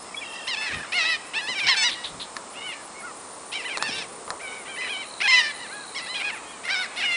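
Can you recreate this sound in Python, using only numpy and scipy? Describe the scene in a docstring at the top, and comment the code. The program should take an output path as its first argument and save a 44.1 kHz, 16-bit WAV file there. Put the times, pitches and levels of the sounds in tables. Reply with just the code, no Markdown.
"""Gulls over a marsh edge. From the start: filtered-noise air rush, far cries (harmonic sums), tree echoes
(delays and a noise tail), a narrow-noise insect chirper and a fading hiss. At 0.14 s sine pips and a trill;
from 0.3 s near gulls squawk over one another, pitch-gliding partials through throat and beak resonances.
Soft noise-puff bumps start at 0.8 s, harsh noise cheks at 1.9 s, sharp clicks (bursts ringing damped modes)
at 2.4 s; noise-band insects join: a shrill at 3 s, a pulsed buzz at 4.8 s."""
import sys
import numpy as np
from scipy import signal
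from scipy.fft import rfft, irfft, next_fast_len
from scipy.io import wavfile
from scipy.ndimage import map_coordinates

SR = 44100
rng = np.random.default_rng(int(sys.argv[2]) if len(sys.argv) > 2 else 0)


def wav_record(signal):
    """Record a signal, one row per channel, as 16-bit PCM in the file named by sys.argv[1]."""
    frames = np.transpose(np.atleast_2d(signal))
    bounded = np.clip(frames, -1, 1)
    # unit amplitude maps onto the largest positive 16-bit level
    quanta = np.round(bounded * 32767).astype(np.int16)
    wavfile.write(sys.argv[1], SR, quanta)


N = 315756

# Gull throat response: f/Hz, level/dB
THROAT_RESPONSE = [(400, -27.5), (750, -11.5), (1050, -11), (1350, -7.5), (1900, -1.5), (2600, -2),
                   (3300, -4.5), (4050, -2), (4600, -9), (5250, -5), (5900, -13), (6600, -20.5),
                   (8500, -23), (11000, -55.5)]


def amp(db):
    """Decibels to gain."""
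    return 10 ** (np.asarray(db) / 20)


def unit(x):
    """Scale to rms 1."""
    return x / np.sqrt(np.mean(x ** 2) + 1e-20)


def along(points, hz):
    """Interpolate (f/Hz, value) points on a log frequency axis."""
    f, v = np.transpose(points)
    return np.interp(np.log(hz + 1), np.log(f + 1), v)


def clock(size=N):
    """Time of each sample, s."""
    return np.arange(size) / SR


def level(rows):
    """Gain per sample from (t/s, level/dB) rows."""
    return amp(np.interp(clock(), *np.transpose(rows)))


def wobble(rate_hz, size=N):
    """Smooth random curve with rate_hz knots per second."""
    knots = rng.standard_normal(int(size * rate_hz / SR) + 4)
    return map_coordinates(knots, [clock(size) * rate_hz])


def filtered(x, response):
    """Apply a real gain response(f/Hz) by zero-padded FFT."""
    m = next_fast_len(N + SR // 2)
    return irfft(rfft(x, m) * response(np.fft.rfftfreq(m, 1 / SR)), m)[:N]


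def noise(colour):
    """Noise of rms 1, spectrum from (f/Hz, level/dB) points."""
    return unit(filtered(rng.standard_normal(N), lambda hz: amp(along(colour, hz))))


def band(centre_hz, width_hz):
    """Noise of rms 1 in one steep resonance."""
    return unit(filtered(rng.standard_normal(N), lambda hz: 1 / (1 + ((hz - centre_hz) / width_hz) ** 4)))


def add(track, s, sound):
    """Mix a sound into the track at time s."""
    start = int(np.clip(round(s * SR), 0, N))
    track[start:start + len(sound)] += sound[:N - start]


def air(air_db=-41.5, swell_db=-48, swell_s=4.24, swell_length_s=1.0, sizzle_db=-55, sizzle_hz=7900):
    """Slightly wavering broadband rush and a high sizzle; the low middle swells once."""
    # Rush spectrum: f/Hz, density/dB per Hz
    rush_colour = [(15, -54), (25, -18), (135, -11), (207, -4.5), (917, 0), (1180, 1), (1560, -9),
                   (2000, -10), (2780, -14), (3320, -15.5), (4370, -12.5), (5090, -17.5), (5920, -15),
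                   (9550, -8.5), (10300, -62), (13400, -59), (22000, -120)]
    swell_colour = [(120, -41), (230, -11), (450, 10.5), (1200, -14.5), (2000, -51.5)]  # f/Hz, level/dB
    rush = noise(rush_colour) * amp(air_db + wobble(3) / 4)
    sizzle = amp(sizzle_db) * band(sizzle_hz, 1100)
    swell = amp(swell_db) * np.exp(-((clock() - swell_s) / swell_length_s) ** 2)
    return rush + sizzle + swell * noise(swell_colour)


def spell(start_s, end_s, db, fade_s=0.2):
    """Gain of an insect that swells, holds and fades."""
    t = clock()
    return amp(db) * np.clip(np.minimum(t - start_s, end_s - t) / fade_s, 0, 1)


def insects(chirp_db=-55, hiss_db=-53, hiss_hz=5200, hiss_fade_s=4, chirp_rate_hz=6.3, buzz_rate_hz=73):
    """Narrow noise bands: fading hiss, gated high chirps, steady shrill, pulsed buzz."""
    # One spell each: start/s, end/s, level/dB
    shrill_spell = (2.98, 6.3, -50)
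    buzz_spell = (4.8, 6.35, -46.5)
    t = clock()
    hiss = amp(hiss_db) * np.exp(-t / hiss_fade_s) * band(hiss_hz, 280)
    gate = np.maximum(np.cos(2 * np.pi * chirp_rate_hz * t + .5 * wobble(1.5)), 0)
    chirps = amp(chirp_db) * unit(band(9786, 190) * gate)
    shrill = band(9166, 140) * spell(*shrill_spell)
    beat = 2 * np.pi * buzz_rate_hz * t
    pulses = (1 + .8 * np.sin(beat)) * (1 + .3 * np.sin(beat / 3))
    buzz = unit(band(4060, 280) * pulses) * spell(*buzz_spell)
    return hiss + chirps + shrill + buzz


def note(length_s, rise_s, crest_hz, scoop, sag, drop, db, change_db):
    """Pitch and gain climb to a crest and fall at the close; long notes swing to a second, lower crest."""
    onset_db, release_db, edge_s = -8.5, -12, 0.0028
    two_crest_s = .172  # longer notes dip and lift again
    dip_share, swing_share, settle_share = .42, .35, .38  # of the time after the crest
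    close_share, close_curve = .28, 1.7  # share of the whole note; how late the drop steepens
    t = clock(int(length_s * SR))
    opening = np.maximum(1 - t / rise_s, 0) ** 2
    held = np.maximum(t - rise_s, 0) / max(length_s - rise_s, edge_s)
    if length_s > two_crest_s:
        settled = 1 - np.exp(-(held / swing_share) ** 2) * np.cos(np.pi * held / dip_share)
    else:
        settled = 1 - np.exp(-(held / settle_share) ** 2)
    closing = np.maximum(1 - (1 - t / length_s) / close_share, 0) ** close_curve
    pitch = crest_hz * (1 - scoop * opening) * (1 - sag * settled) * (1 - drop * closing)
    ends = np.clip(np.minimum(t, length_s - t) / edge_s, 0, 1)
    gain = ends * amp(db + onset_db * opening + change_db * held + release_db * closing ** 2)
    return pitch, gain


def syrinx(pitch, rasp):
    """Phase and strength of the membranes; raspy ones turn hoarser where the pitch slides fast."""
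    size = len(pitch)
    slide = abs(np.gradient(np.log(pitch))) * SR  # 1/s
    hoarse = np.sqrt(np.clip(rasp * (1 + .028 * slide ** 2), 0, .9))
    phase = 2 * np.pi * np.cumsum(pitch * (1 + .0055 * wobble(80, size))) / SR
    phase += .19 * hoarse * wobble(400, size)
    strength = amp(1.3 * wobble(70, size)) * (1 + .35 * hoarse * wobble(400, size))
    return phase, strength


def cry(pitch, gain, beak_hz, beak_db, treble_db, rasp, count=12, beak_width=0.19, beak_fall=0.099, drift_db=3):
    """The syrinx buzzes through throat and beak; the beak closes along the cry, and effort brightens it."""
    size = len(pitch)
    phase, strength = syrinx(pitch, rasp)
    k = np.arange(1, count + 1)[:, None]
    hz = k * pitch
    centre_hz = beak_hz * np.exp(beak_fall * np.linspace(1, -1, size))
    beak = beak_db * np.exp(-np.log(hz / centre_hz) ** 2 / (2 * beak_width ** 2))
    effort_db = 5 * np.log10(gain / gain.max() + .1)
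    treble = (treble_db + effort_db) * np.clip(np.log2(hz / 2400), 0, 1)
    knots_s = np.arange(24) / 45
    drift = np.array([np.interp(clock(size), knots_s, row) for row in rng.standard_normal((count, 24))])
    flicker = drift_db * np.sqrt(k / 4) * drift  # strongest in the upper partials
    partials = amp(along(THROAT_RESPONSE, hz) + beak + treble + flicker)
    partials /= np.sqrt(np.sum(partials ** 2, axis=0) / 2)
    waves = np.sin(k * phase + .5 * k ** 2)  # the throat spreads each pulse in time
    return gain * strength * np.sum(partials * waves, axis=0)


def far_gulls(count=52, pitch_hz=780, length_s=0.27, treble_db=-9, rise_s=.06, scoop=.22, sag=.06, drop=0.18):
    """Many distant arched cries, dulled by the air, at random pitch, length and level."""
    # Level of the far flock: t/s, level/dB
    flock_level = [(0, -44.5), (.8, -45.5), (2, -58), (3.3, -72), (4.2, -64), (5.6, -57), (6.5, -49.5),
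                   (7.1, -43.5)]
    out = np.zeros(N)
    for i, (when, high, long, loud) in enumerate(rng.uniform(-1, 1, (count, 4))):
        pitch, gain = note(length_s * np.exp(.4 * long), rise_s, pitch_hz * np.exp(.27 * high),
                           scoop, sag, drop, 3 * loud, -1)
        start_s = (i + when / 2) * N / SR / count
        add(out, start_s, cry(pitch, gain, beak_hz=1340, beak_db=0.5, treble_db=treble_db, rasp=0.37, count=6))
    return unit(out) * level(flock_level)


def trees(x, wet_db=-22, echo_db=-31, echo_s=0.19, ground_db=-20, ground_s=.007):
    """The ground answers almost at once, the tree line later; foliage scatters a decaying tail."""
    # Tail decay: f/Hz, t60/s
    decay = [(300, 0.17), (2000, 0.9), (5000, 0.64), (10000, 0.034)]
    hz, t, z = signal.stft(rng.standard_normal(SR * 3 // 4), SR, nperseg=256)
    tail = signal.istft(z * amp(-60 * t / along(decay, hz)[:, None]), SR, nperseg=256)[1]
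    scatter = signal.fftconvolve(x, tail / np.linalg.norm(tail))[:N]
    late = lambda s: np.pad(x, (int(s * SR), 0))[:N]
    return amp(wet_db) * scatter + amp(echo_db) * late(echo_s) + amp(ground_db) * late(ground_s)


def small_birds(trill_rate_hz=41, trill_hz=2720, upper_hz=3190, trill_db=-39, upper_db=-4, droop_hz=35):
    """Gliding sine pips, a quick trill of two alternating sine voices, and harsh noise cheks."""
    # Whistled pips: start/s, length/s, first pitch/Hz, last pitch/Hz, level/dB
    pips = [(.142, 0.012, 2220, 2380, -30), (0.159, 0.048, 3300, 3436, -30),
            (0.203, 0.049, 2600, 2060, -34)]
    # Harsh notes: t/s, level/dB
    cheks = [(1.908, -29), (2.037, -30.5), (2.196, -32), (3.955, -39)]
    # Chek spectrum: f/Hz, level/dB
    chek_colour = [(1500, -24.5), (2700, -15), (3500, -4), (4200, -6.5), (5200, -27), (9000, -41)]
    out, t = np.zeros(N), clock()
    whistle = lambda pitch: np.sqrt(2) * np.sin(2 * np.pi * np.cumsum(pitch) / SR)
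    for s, length_s, first_hz, last_hz, db in pips:
        size = int(length_s * SR)
        add(out, s, amp(db) * np.hanning(size) * whistle(np.linspace(first_hz, last_hz, size)))
    beat = 2 * np.pi * trill_rate_hz * t + 0.56 * wobble(8.5)
    trill_fade = np.interp(t, [.19, .24, .45, .49], [0, 1, 1, 0])
    for hz, db, turn in [(trill_hz, 0, 0), (upper_hz, upper_db, np.pi)]:  # upper voice half a beat away
        gate = np.clip(.5 + np.cos(beat + turn), 0, 1) * trill_fade
        pitch = hz - droop_hz * np.sin(beat + turn) + 18 * wobble(340)
        out += amp(trill_db + db) * gate * whistle(pitch)
    harsh = noise(chek_colour)
    for s, db in cheks:
        u = np.maximum(t - s, 0) / 0.014  # peaks 14 ms after its start
        out += amp(db) * u * np.exp(1 - u) * harsh
    return out


def near_gulls(rush_db=-12):
    """Overlapping near cries; air rushing through a raspy throat hisses between the partials."""
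    # Notes: start/s, length/s, rise to crest/s, crest pitch/Hz, opening scoop/0-1, sag after crest/0-1,
    # closing drop/0-1, crest level/dB, change to end/dB, mid-cry beak resonance/Hz, its height/dB,
    # treble/dB, rasp/0-1
    gull_notes = [(0.32, 0.096, 0.039, 970, 0.4, 0, 0.3, -42.5, -1, 2111, 10, 7, 0),
                  (0.469, 0.087, 0.022, 1060, 0.3, 0.12, 0.18, -27, -1, 2550, 5.5, 0.5, 0.28),
                  (0.557, 0.14, 0.029, 883, 0.2, 0.01, 0.15, -30, -1.5, 2500, 5.5, 0.5, 0.22),
                  (0.6, 0.13, 0.033, 723, 0.14, 0.13, 0.22, -35.5, 6.5, 1960, 8.5, -4, 0.7),
                  (0.713, 0.11, 0.033, 628, 0.19, 0.05, 0, -31, -10, 1690, 3.5, -9, 1),
                  (0.768, 0.095, 0.056, 876, 0.5, 0.1, 0.54, -37, 0.5, 1540, 12, -14, 0.9),
                  (0.919, 0.25, 0.045, 725.3, 0.24, 0.095, 0.11, -23, -0.5, 2260, 9, -2, 0.17),
                  (0.957, 0.07, 0.0162, 1067, 0.15, 0.12, 0.1, -34, -2, 4100, 9, -3, 0.2),
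                  (1.027, 0.15, 0.065, 999, 0.33, 0, 0.24, -28, -13, 4000, 6, -4, 0),
                  (1.334, 0.077, 0.043, 901, 0.27, 0.01, 0, -25, -18, 2590, 11, -2, 0.2),
                  (1.375, 0.04, 0.02, 990, 0.27, 0.02, 0.06, -28, -3, 3520, 3, -9, 0),
                  (1.402, 0.076, 0.069, 870, 0.08, 0.1, 0.02, -33, -0.5, 1750, 4.5, -2, 0.1),
                  (1.468, 0.083, 0.039, 1027, 0.2, 0.08, 0.16, -26.5, -2, 2592, 4, -2, 0.1),
                  (1.547, 0.057, 0.025, 787, 0.04, 0.06, 0.37, -29, 3, 2500, 11, 2.5, 0),
                  (1.56, 0.048, 0.023, 968, 0.01, 0.07, 0.03, -35.5, 8.0, 3279, 14, -3, 0.2),
                  (1.598, 0.059, 0.012, 822, 0.26, 0.07, 0.14, -26, -2, 2410, 15, 0, 0.3),
                  (1.645, 0.058, 0.015, 754, 0.12, 0.01, 0.2, -25.5, 2, 2300, 11, -3, 0.6),
                  (1.666, 0.086, 0.035, 1084, 0.4, 0.09, 0.11, -17.5, -10, 4070, 4, -2, 0.3),
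                  (1.669, 0.092, 0.025, 959, 0.3, 0.08, 0.3, -25, -4, 1770, 5.5, -3, 0.8),
                  (1.748, 0.168, 0.0096, 791, 0.32, 0.11, 0.42, -29, 0.5, 1960, 9.5, -1.5, 0.23),
                  (1.762, 0.086, 0.013, 882, 0.13, 0.01, 0.02, -24, 1.5, 5000, -5.5, 12.5, 0),
                  (1.82, 0.092, 0.042, 978, 0.13, 0.05, 0.3, -21, -6.5, 3160, 2, 4.5, 0.1),
                  (1.95, 0.13, 0.03, 965, 0.02, 0, 0.36, -40.5, -4, 1384, 18, 0, 0.02),
                  (2.534, 0.1, 0.056, 715, 0.25, 0, 0, -39.5, 2, 2811, 13, -13, 0.4),
                  (2.61, 0.14, 0.05, 750, 0.02, 0.08, 0.32, -35.5, 1, 2660, 13, -12, 0.2),
                  (2.726, 0.13, 0.02, 600, 0.2, 0.06, 0.2, -44, -6.5, 1770, 8, -6, 0.9),
                  (2.944, 0.086, 0.046, 739, 0.06, 0.02, 0, -43.5, -2, 2160, 13, -35, 0.2),
                  (3.009, 0.12, 0.046, 721, 0.28, 0.12, 0.12, -37, -7, 1220, 20, -31, 0),
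                  (3.517, 0.13, 0.044, 782, 0.3, 0.17, 0.5, -30.5, -8, 2540, 15.5, 4, 0.5),
                  (3.64, 0.075, 0.026, 1019, 0.3, 0.18, 0.14, -32.5, -4, 2041, 1, -13, 0.16),
                  (3.678, 0.1, 0.037, 798, 0.3, 0.17, 0.2, -32, -1, 2474, 10, -8, 0.24),
                  (3.793, 0.11, 0.055, 904, 0.12, 0.06, 0.06, -31.5, -4, 1800, 1, -18, 0.4),
                  (3.825, 0.22, 0.038, 922, 0.1, 0.145, 0.32, -31.5, -4.5, 2500, 4.5, 6, 0.5),
                  (3.9, 0.16, 0.04, 927, 0.13, 0.07, 0.3, -35, -3.5, 2600, 6.5, 0, 0.7),
                  (4.394, 0.25, 0.033, 784, 0.32, 0.04, 0.12, -37, -5.5, 1920, 6, -16, 0.6),
                  (4.653, 0.12, 0.04, 799, 0.5, 0.05, 0, -38, -0.5, 2930, 9, -15, 0.3),
                  (4.644, 0.086, 0.015, 1000, 0.26, 0.06, 0.1, -47, -9, 1885, 15, -16, 0.15),
                  (4.76, 0.13, 0.029, 1014, 0.48, 0.01, 0.12, -32, -2, 1800, 8, -6, 0.17),
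                  (4.806, 0.078, 0.026, 648, 0.35, 0.1, 0.3, -31.5, -9, 2120, 11, -11, 0.5),
                  (4.874, 0.19, 0.034, 831, 0.4, 0.07, 0.4, -29, -10, 2800, 12, -8, 0.27),
                  (5.201, 0.078, 0.045, 852, 0.48, 0.04, 0.02, -22.5, 4, 2300, 7, -5, 0.34),
                  (5.273, 0.15, 0.013, 1048, 0.24, 0.05, 0.12, -18, 1, 2130, 7.5, 0.5, 0.07),
                  (5.296, 0.1, 0.053, 675.4, 0.25, 0.11, 0.02, -21, -8.5, 2450, 11.5, 3, 0.13),
                  (5.381, 0.14, 0.01, 620, 0.03, 0.05, 0.05, -23.5, -7.5, 1770, 8.5, 0, 0.2),
                  (5.591, 0.091, 0.035, 979, 0.06, 0.12, 0.36, -39, -0.5, 1580, 3, -10, 0.22),
                  (5.691, 0.17, 0.066, 835, 0.25, 0.01, 0.16, -39.5, -4, 1510, 17, -12, 0.06),
                  (5.946, 0.057, 0.023, 1115, 0.23, 0.12, 0.05, -30.5, -2, 1900, 2.5, -3, 0.3),
                  (5.988, 0.12, 0.031, 670, 0.32, 0.02, 0.1, -36.5, -13, 4480, 18, -22.5, 0.5),
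                  (6.059, 0.13, 0.058, 1018, 0.27, 0.01, 0.3, -32.5, -5, 4200, 19, -19, 0.04),
                  (6.138, 0.088, 0.022, 828, 0.24, 0.04, 0.27, -30, -6, 2720, 10, -1, 0.35),
                  (6.197, 0.12, 0.054, 831, 0.24, 0, 0.33, -28.5, -1, 2410, 11, -8.5, 0.3),
                  (6.293, 0.099, 0.039, 903, 0.43, 0.23, 0.16, -37, -6, 1514, 2, -23, 0.3),
                  (6.438, 0.11, 0.08, 1105, 0.12, 0.13, 0.06, -48.5, -2, 3300, 12, -10, 0.1),
                  (6.633, 0.078, 0.029, 710, 0.25, 0.03, 0.14, -34, 2, 1944, 10.5, -1, 0.5),
                  (6.677, 0.19, 0.05, 791.6, 0.35, 0.055, 0.36, -24.5, -4.5, 1775, 13.5, -1.5, 0.33),
                  (6.959, 0.072, 0.033, 735, 0.23, 0.14, 0.04, -29, -0.5, 2510, 7, -2, 0.2),
                  (7.012, 0.058, 0.034, 829, 0.37, 0.2, 0.1, -28.5, -6, 2030, 11, -14, 0.55),
                  (7.014, 0.168, 0.028, 733, 0.25, 0.06, 0.01, -25.5, 3, 2450, 15, -1, 0.13)]
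    out, rush_power = np.zeros(N), np.zeros(N)
    for (s, length_s, rise_s, crest_hz, scoop, sag, drop, db, change_db,
         beak_hz, beak_db, treble_db, rasp) in gull_notes:
        pitch, gain = note(length_s, rise_s, crest_hz, scoop, sag, drop, db, change_db)
        add(out, s, cry(pitch, gain, beak_hz, beak_db, treble_db, rasp))
        add(rush_power, s, abs(rasp) * gain ** 2)
    return out + amp(rush_db) * np.sqrt(rush_power) * noise(THROAT_RESPONSE)


def bumps(width_octaves=1.6):
    """Brief soft puffs and knocks: Gaussian noise bursts, each around its own frequency."""
    # Bumps: centre t/s, level/dB, half length/s, centre f/Hz
    bump_rows = [(0.765, -40.5, 0.045, 125), (1.496, -36, 0.011, 400), (1.663, -44, 0.034, 179),
                 (2.142, -47.5, 0.055, 148), (3.892, -34, 0.0075, 380), (3.97, -49, 0.098, 160),
                 (4.875, -37, .006, 950), (6.218, -40, 0.0094, 750)]
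    t, out = clock(), np.zeros(N)
    for s, db, half_s, centre_hz in bump_rows:
        bell = lambda hz: np.exp(-(np.log2((hz + 1) / centre_hz) / width_octaves) ** 2)
        puff = filtered(rng.standard_normal(N), bell)
        out += amp(db) * np.exp(-((t - s) / half_s) ** 2) * unit(puff)
    return out


def clicks(ring_db=17, crack_s=0.0036, crack_db=-3, scuff_s=0.047, scuff_hz=850, scuff_width_hz=600):
    """A tiny burst of contacts rings a hard, well damped body; a dull scuff trails each one."""
    # Clicks: t/s, level before ring_db/dB, treble/dB (modes above 3 kHz), scuff level/dB
    click_rows = [(2.367, -14, -6, -39.5), (3.7733, -14, -1, -41), (3.781, -21.5, 4, -52),
                  (3.8254, -9.5, 0.5, -46), (4.279, -23, -22, -38.5), (4.3045, -13.5, -5, -39.5)]
    # Body modes: f/Hz, width/Hz, level/dB
    modes = [(1210, 280, 7), (1720, 190, 2.5), (4030, 460, 5.5), (6900, 420, -7.5)]
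    out, t = np.zeros(N), clock(SR // 4)
    scuff = band(scuff_hz, scuff_width_hz)
    for s, db, treble_db, scuff_db in click_rows:
        burst = rng.standard_normal(len(t)) * np.exp(-t / crack_s)
        burst = amp(crack_db) * burst / np.linalg.norm(burst)
        burst[0] += 1  # first contact
        body = np.zeros(len(t))
        for hz, width_hz, mode_db in modes:
            gain = amp(mode_db + treble_db * (hz > 3000)) * 2 * np.pi * width_hz / SR
            body += gain * np.exp(-np.pi * width_hz * t) * np.cos(2 * np.pi * hz * t)
        add(out, s, amp(db + ring_db) * signal.fftconvolve(burst, body)[:len(t)])
        add(out, s, amp(scuff_db) * np.exp(-t / scuff_s) * scuff[int(s * SR):][:len(t)])
    return out


def scene():
    """Sum all sources; only the birds are echoed."""
    birds = far_gulls() + small_birds() + near_gulls()
    return (air() + insects() + birds + trees(birds) + bumps() + clicks())[None]


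def record(dry, top_hz=10150):
    """Very steep low-pass at the band limit."""
    return filtered(dry[0], lambda hz: 1 / np.sqrt(1 + np.minimum(hz / top_hz, 2) ** 200))[None]


dry = scene()
out = record(dry)
wav_record(out)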